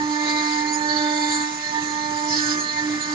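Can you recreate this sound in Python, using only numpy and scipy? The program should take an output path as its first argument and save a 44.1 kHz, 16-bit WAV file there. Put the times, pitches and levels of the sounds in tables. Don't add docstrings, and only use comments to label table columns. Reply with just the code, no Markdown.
import sys
import numpy as np
from scipy import signal
from scipy.fft import rfft, irfft, next_fast_len
from scipy.io import wavfile
from scipy.ndimage import uniform_filter1d, map_coordinates

SR = 44100
rng = np.random.default_rng(int(sys.argv[2]) if len(sys.argv) > 2 else 0)


def log_audio(samples):
    frames = np.atleast_2d(samples).T
    limited = np.clip(frames, -1, 1)
    pcm = np.round(limited * 32767).astype(np.int16)
    wavfile.write(sys.argv[1], SR, pcm)


def elevation(decibels):
    levels = np.asarray(decibels, float)
    return 10 ** (levels / 20)


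N = 138474
T_S = np.arange(N) / SR
SIDE = np.array([[.5], [-.5]])
SHAFT_HZ = 299.85
TURN_GATE = 0.15

# level/dB, left-right/dB
SHAFT_ORDERS = [(-29, -3.5), (-42, -4), (-33, -12.5), (-39, -6), (-46.5, 16), (-31.5, -6.5), (-37.5, 6.5),
                (-51, -2), (-52, -12.5), (-51.5, -18.5), (-46.5, 2.5), (-49, -12.5), (-54.5, -25),
                (-46.5, -11.5), (-47.5, -6), (-47, -3.5), (-50, -13), (-49, 7.5), (-53, -20), (-47.5, -9.5),
                (-47.5, -14.5), (-43.5, -9), (-50.5, -4.5), (-43, -4.5)]
ORDER_PART = (0, 1, 2, 3, 4, 6, 5, 5)
# f/Hz, lead/rad
PORT_LEAD = [(0, 6.5), (1810, -2.5), (2410, -0.5), (3620, -5.5), (4570, -5.5), (7150, -13), (9560, -17)]


def unit(x):
    return x / np.sqrt(np.mean(np.abs(x) ** 2) + 1e-20)


def along(points, hz):
    f, v = np.transpose(points)
    return np.interp(np.log(hz + 1), np.log(f + 1), v)


def curves(rows):
    s, *cols = np.transpose(rows)
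    return [np.interp(T_S, s, c) for c in cols]


def wobble(rate_hz):
    return map_coordinates(rng.standard_normal(1000), [np.arange(N) * min(rate_hz, 300) / SR])


def filtered(x, response):
    m = next_fast_len(N + 8192)
    return irfft(rfft(x, m) * response(np.fft.rfftfreq(m, 1 / SR)), m)[..., :N]


def ports(hz):
    # f/Hz, left-right/dB
    port_pan = [(60, -3.5), (160, -3), (450, -2.5), (1240, 5), (3410, -8.5), (9350, -5.5)]
    return elevation(SIDE * along(port_pan, hz)) * np.exp(1j * SIDE * along(PORT_LEAD, hz))


def rush(spectrum, patchy_db, gate=0.):
    # f/Hz, correlation
    port_alike = [(60, .95), (300, .8), (1500, .3), (8000, .4)]
    z = signal.stft(rng.standard_normal((2, N)), nperseg=512)[2]
    field = uniform_filter1d(rng.standard_normal(z.shape[1:]), size=5, axis=0)
    field = uniform_filter1d(field, size=8, axis=1)
    pair = signal.istft(z * elevation(patchy_db * unit(field)), nperseg=512)[1][:, :N]
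    pair = pair * (1 + gate * np.cos(2 * np.pi * SHAFT_HZ * T_S))

    def mid_side(hz):
        angle = np.arccos(np.clip(along(port_alike, hz), -1, 1)) / 2
        return [np.cos(angle), np.sin(angle)]

    mid, side = filtered(pair, mid_side)
    pair = np.array([mid + side, mid - side])
    return unit(filtered(pair, lambda hz: elevation(along(spectrum, hz)) * ports(hz)))


def order(k, pan_db, wander):
    wander_db, wander_hz, twist_rad = 1.75, 14, 0.18
    skirt_db, skirt_grow_db, skirt_hz = -19, 1.5, 70
    resonant_orders, resonant_db = (6, 14, 17), 4.5
    grow = np.sqrt(k)

    def pair(rate_hz):
        return np.array([wobble(rate_hz), wobble(rate_hz)])

    drift = 0.57 * wobble(wander_hz) + 0.94 * pair(wander_hz / 2)
    line = elevation(wander * wander_db * np.log(k + .2) * drift)
    twist = twist_rad * grow * wobble(wander_hz) + 0.079 * wander * grow * pair(6.13)
    rate_hz = skirt_hz * grow / 2
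    skirt = wobble(rate_hz) + 1j * wobble(rate_hz)
    skirt = skirt + 0.16 * grow * (pair(3 * rate_hz) + 1j * pair(3 * rate_hz))
    level_db = min(skirt_db + skirt_grow_db * k, -2) + resonant_db * (k in resonant_orders)
    mix = unit(line) + elevation(level_db) * unit(skirt)
    phase = 2 * np.pi * (k * SHAFT_HZ * T_S + rng.random())
    phase = phase + SIDE * along(PORT_LEAD, k * SHAFT_HZ) + twist
    return unit(np.real(mix * np.exp(1j * phase))) * elevation(SIDE * pan_db)


def spindle():
    # t/s, level/dB
    frame_ring = [(0.0, -26), (0.86, -29), (1.0, -26), (1.41, -28), (1.68, -44.5), (1.79, -30), (2.03, -35),
                  (2.52, -26), (2.72, -41.5), (2.86, -26.5), (2.94, -23.5), (3.03, -40.5), (3.14, -26)]
    # t/s, level/dB
    bed_ring = [(0.0, -56), (0.26, -40), (0.41, -43.5), (0.52, -63.5), (0.9, -38.5), (1.12, -35),
                (1.5, -57.5), (1.69, -43.5), (1.76, -60.5), (2.13, -42), (3.12, -51), (3.14, -46.5)]
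    # t/s, level/dB
    slab_ring = [(0.0, -29), (0.05, -33), (1.26, -31), (1.66, -42), (1.76, -28), (1.86, -41), (1.95, -32.5),
                 (2.34, -33.5), (2.37, -41.5), (2.7, -48), (2.78, -35.5), (2.93, -51), (3.14, -42)]
    # t/s, nut level/dB, shank level/dB
    tool_ring = [(0.0, -44.5, -54), (0.45, -38.5, -47), (0.7, -53.5, -53), (1.09, -43, -39.5),
                 (1.21, -53, -44), (1.31, -41.5, -44), (1.69, -56.5, -54), (1.74, -42.5, -54.5),
                 (2.33, -46.5, -54), (2.48, -41, -36), (2.58, -36, -54), (2.76, -46, -53),
                 (3.14, -42, -47.5)]
    # t/s, level/dB
    collet_ring = [(0.0, -53), (0.28, -33.5), (0.75, -41), (0.78, -50), (1.22, -39), (1.84, -51),
                   (1.88, -46.5), (2.58, -44.5), (2.64, -58.5), (2.77, -35), (2.83, -54), (2.91, -41.5),
                   (3.14, -48.5)]
    # t/s, level/dB
    holder_ring = [(0.0, -38), (0.12, -50), (0.16, -38.5), (0.66, -38.5), (0.68, -48.5), (0.92, -32.5),
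                   (1.14, -40.5), (1.44, -36.5), (1.52, -46.5), (1.67, -40.5), (2.3, -42.5), (2.33, -35.5),
                   (3.14, -40.5)]
    # t/s, change/dB
    holder_swells = [
        (.635, 4.5),
        (1.655, 5),
        (1.77, 7.5),
        (2.355, 5),
        (2.58, 3.5),
        (2.79, 4.5),
    ]
    # f/Hz, density/dB
    groan_spectrum = [(350, -19.5), (500, -14), (900, 3), (1650, -5.5), (2000, 1.5), (2250, -14),
                      (2700, -21.5), (3500, -23.5)]
    bed_dip, slab_dip, brief_s = (2.4, -15.5), (2.39, -9), 0.025
    groan_db, groan_follow = -40.5, 0.42

    def brief(s, db):
        return db * np.exp(-((T_S - s) / brief_s) ** 4)

    (frame,), (bed,), (slab,) = curves(frame_ring), curves(bed_ring), curves(slab_ring)
    nut, shank = curves(tool_ring)
    (collet,), (holder,) = curves(collet_ring), curves(holder_ring)
    bed = bed + brief(*bed_dip)
    slab = slab + brief(*slab_dip)
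    holder = holder + sum(brief(*row) for row in holder_swells)
    swing = [unit(elevation(part_db)) for part_db in (frame, bed, slab, nut, shank, collet, holder)]

    out = np.zeros((2, N))
    for k, ((db, pan_db), part) in enumerate(zip(SHAFT_ORDERS, ORDER_PART), 1):
        out = out + elevation(db) * swing[part] * order(k, pan_db, wander=0.49)
    groan = rush(groan_spectrum, patchy_db=2.0, gate=TURN_GATE)
    return out + elevation(groan_db) * unit(elevation(groan_follow * frame)) * groan


def chatter(x, centre_hz):
    peak_db, width_log = 10, 0.14
    hz, t, z = signal.stft(x, SR, nperseg=512)
    at_hz = np.interp(t, T_S, centre_hz)
    bump = np.exp(-.5 * (np.log((hz[:, None] + 1) / at_hz) / width_log) ** 2)
    return unit(signal.istft(z * elevation(peak_db * bump), SR, nperseg=512)[1][:, :N])


def cutter():
    # t/s, level/dB, chatter centre f/Hz
    stone_bite = [(0.0, -43, 4450), (0.2, -38, 4380), (0.3, -34, 4260), (0.57, -36, 4440),
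                  (0.64, -38.5, 4470), (0.86, -43.5, 4470), (0.9, -35, 4370), (1.45, -37.5, 4290),
                  (1.5, -41.5, 4440), (2.07, -40.5, 4260), (2.27, -39, 4870), (2.31, -31, 5180),
                  (2.39, -30, 4890), (2.43, -29, 5040), (2.55, -33.5, 5030), (2.58, -46.5, 4580),
                  (2.7, -37, 4350), (3.14, -39, 4430)]
    # f/Hz, density/dB
    grit_spectrum = [(2400, -41), (3200, 2.5), (4200, 0), (5200, 2.5), (6500, -5.5), (7600, -5.5)]
    # t/s, level/dB, half length/s, order
    order_squeals = [(0.755, -40, 0.012, 17), (0.678, -37.5, 0.019, 14), (0.705, -36, 0.017, 15),
                     (0.735, -35, .019, 16), (0.744, -29.5, 0.015, 23), (0.756, -37, 0.039, 22),
                     (0.936, -36.5, 0.09, 15), (1.18, -45, 0.29, 12), (1.25, -38.5, 0.17, 15),
                     (2.37, -35, .025, 15), (2.34, -35, .02, 16), (3.03, -40.5, 0.028, 14),
                     (3.025, -29, 0.015, 23), (2.6, -39.5, 0.022, 22), (.35, -46.5, 0.086, 16),
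                     (0.826, -37.5, 0.039, 14), (1.393, -40.5, 0.052, 14), (1.675, -38, 0.034, 14),
                     (1.986, -43, 0.1, 14), (2.33, -38.5, 0.018, 14), (2.525, -35, 0.018, 17),
                     (2.46, -35.5, 0.012, 22), (1.3, -43, 0.17, 24), (2.68, -38.5, 0.078, 14),
                     (2.376, -41, 0.075, 17), (2.697, -34, 0.013, 14)]
    # t/s, level/dB, length/s, centre f/Hz, left-right/dB
    grit_spits = [(.285, -32, .013, 3970, -3), (0.311, -33, 0.015, 4550, -13), (0.39, -33, 0.017, 4000, -7),
                  (0.485, -32, 0.02, 4260, -4), (0.533, -33, 0.012, 4720, -8.5),
                  (0.91, -31, 0.013, 4380, -12), (0.972, -27.5, .008, 4480, -13),
                  (1.02, -36, .011, 4280, -5), (1.226, -32, 0.0097, 4350, -5),
                  (1.337, -33, 0.0106, 4340, -5), (2.382, -26.5, .014, 4330, -5),
                  (2.61, -37, .012, 4450, -4), (1.183, -38, 0.052, 6920, 5.5),
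                  (1.344, -31.5, 0.027, 7000, -1), (1.427, -35.5, 0.011, 6950, -7),
                  (2.332, -33.5, 0.035, 5470, 10), (2.464, -32, 0.038, 6760, -2),
                  (2.614, -32, 0.022, 6600, 1), (.575, -39, 0.015, 4330, -7)]
    rasp_db, spit_hiss_db, spit_width_log = -1.5, 10.5, 0.058

    bite_db, centre_hz = curves(stone_bite)
    first = len(ORDER_PART)
    high_orders = SHAFT_ORDERS[first:]
    lines = [order(k, pan_db, wander=0.45) for k, (_, pan_db) in enumerate(high_orders, first + 1)]
    whine = sum(elevation(db) * x for (db, _), x in zip(high_orders, lines))
    rasp = elevation(rasp_db) * rush(grit_spectrum, patchy_db=3.5, gate=TURN_GATE)
    out = elevation(bite_db + 2.5 + 1.74 * wobble(29.63)) * chatter(unit(whine) + rasp, centre_hz)

    for s, db, half_s, k in order_squeals:
        out = out + elevation(db) * np.exp(-((T_S - s) / half_s) ** 4) * lines[round(k) - first - 1]

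    hiss = rush([(2000, -8.5), (7000, -11.5)], patchy_db=6.0, gate=TURN_GATE)
    comb = unit(sum(lines)) + elevation(spit_hiss_db) * hiss
    for s, db, length_s, hz, pan_db in grit_spits:
        band = filtered(comb, lambda f: np.exp(-.5 * (np.log((f + 1) / hz) / spit_width_log) ** 2))
        band = band / np.sqrt(np.mean(band ** 2, axis=1, keepdims=True))
        out = out + elevation(db + pan_db * SIDE) * np.exp(-.5 * ((T_S - s) / length_s) ** 2) * band
    return out


def coolant():
    # f/Hz, density/dB
    spray_spectrum = [(300, -20), (700, -17.5), (1500, -3.5), (2700, -9), (4500, -12), (6800, 1),
                      (7600, -10.5)]
    return elevation(-34 + 0.69 * wobble(5.9)) * rush(spray_spectrum, patchy_db=3.0, gate=TURN_GATE)


def pump():
    # f/Hz, density/dB
    pump_spectrum = [(25, -33), (60, -40.5), (100, 0.5), (150, -2), (230, 2.5), (400, -1.5), (900, -22.5)]
    level_db = -43 + 2.2 * np.tanh(5 * (T_S - 1.5)) + 1.1 * wobble(12)
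    return elevation(level_db) * rush(pump_spectrum, patchy_db=3.0)


def carriage():
    # t/s, level/dB
    carriage_jolts = [
        (.03, -42),
        (1.34, -53),
        (2.4, -42),
    ]
    jolt_hz, jolt_s = 117, 0.031
    swell = sum(elevation(db) * np.exp(-.5 * ((T_S - s) / jolt_s) ** 2) for s, db in carriage_jolts)
    return swell * rush([(20, -20), (jolt_hz, 0), (400, -14), (1500, -40)], patchy_db=-2.5)


def feed():
    # f/Hz, level/dB
    feed_tones = [(398.4, -55), (495.3, -56)]
    centre_s, half_s = 0.71, 0.58
    hum = np.zeros(N)
    for hz, db in feed_tones:
        level = elevation(db + 1.5 + 4.0 * wobble(9))
        hum = hum + level * np.sin(2 * np.pi * hz * T_S + 0.68 * wobble(8))
    return np.exp(-((T_S - centre_s) / half_s) ** 6) * hum * elevation([[-1.5], [1.5]])


def scene():
    return spindle() + cutter() + coolant() + pump() + carriage() + feed()


def phone_sampling(x):
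    # f/Hz, gain/dB
    anti_alias = [(7000, 0), (7300, -1), (7550, -6), (7800, -15), (7980, -28)]
    # f/Hz, gain/dB
    mirror_band = [(8020, -24.5), (8300, -15), (8500, -11.5), (8800, -12.5), (9300, -19), (9700, -27.5),
                   (9900, -48)]
    sample_hz = 16000
    image = 2 * x * np.cos(2 * np.pi * sample_hz * T_S)
    kept = filtered(x, lambda hz: elevation(along(anti_alias, hz)) * (hz < sample_hz / 2))
    mirror = filtered(image, lambda hz: elevation(along(mirror_band, hz)) * (hz > sample_hz / 2))
    return kept + mirror


def dropouts(x):
    band_drop_db, bin_drop_db, drop_from_hz, band_bins = -39.5, -45, 6900, 8
    hz, t, z = signal.stft(x, SR, window="cosine", nperseg=2048)
    hz = hz[:-1]
    power = np.abs(z[:, :-1]) ** 2
    bands = power.reshape(2, -1, band_bins, len(t)).sum(axis=2)
    treble = power[:, hz > 3500].sum(axis=1, keepdims=True)
    treble = treble * elevation(5 * rng.standard_normal((1, 1, len(t))))
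    keep = np.repeat(bands > elevation(2 * band_drop_db) * treble, band_bins, axis=1)
    keep = keep & (power > elevation(2 * bin_drop_db) * treble)
    keep = keep | (hz[:, None] < drop_from_hz)
    keep = np.pad(keep, ((0, 0), (0, 1), (0, 0)))
    return signal.istft(z * keep, SR, window="cosine", nperseg=2048)[1][:, :N]


def roll_off(x):
    return signal.sosfilt(signal.butter(12, 9950, fs=SR, output="sos"), x)


def record(dry):
    mix = dropouts(phone_sampling(dry))
    return roll_off(mix)


dry = scene()
out = record(dry)
log_audio(out)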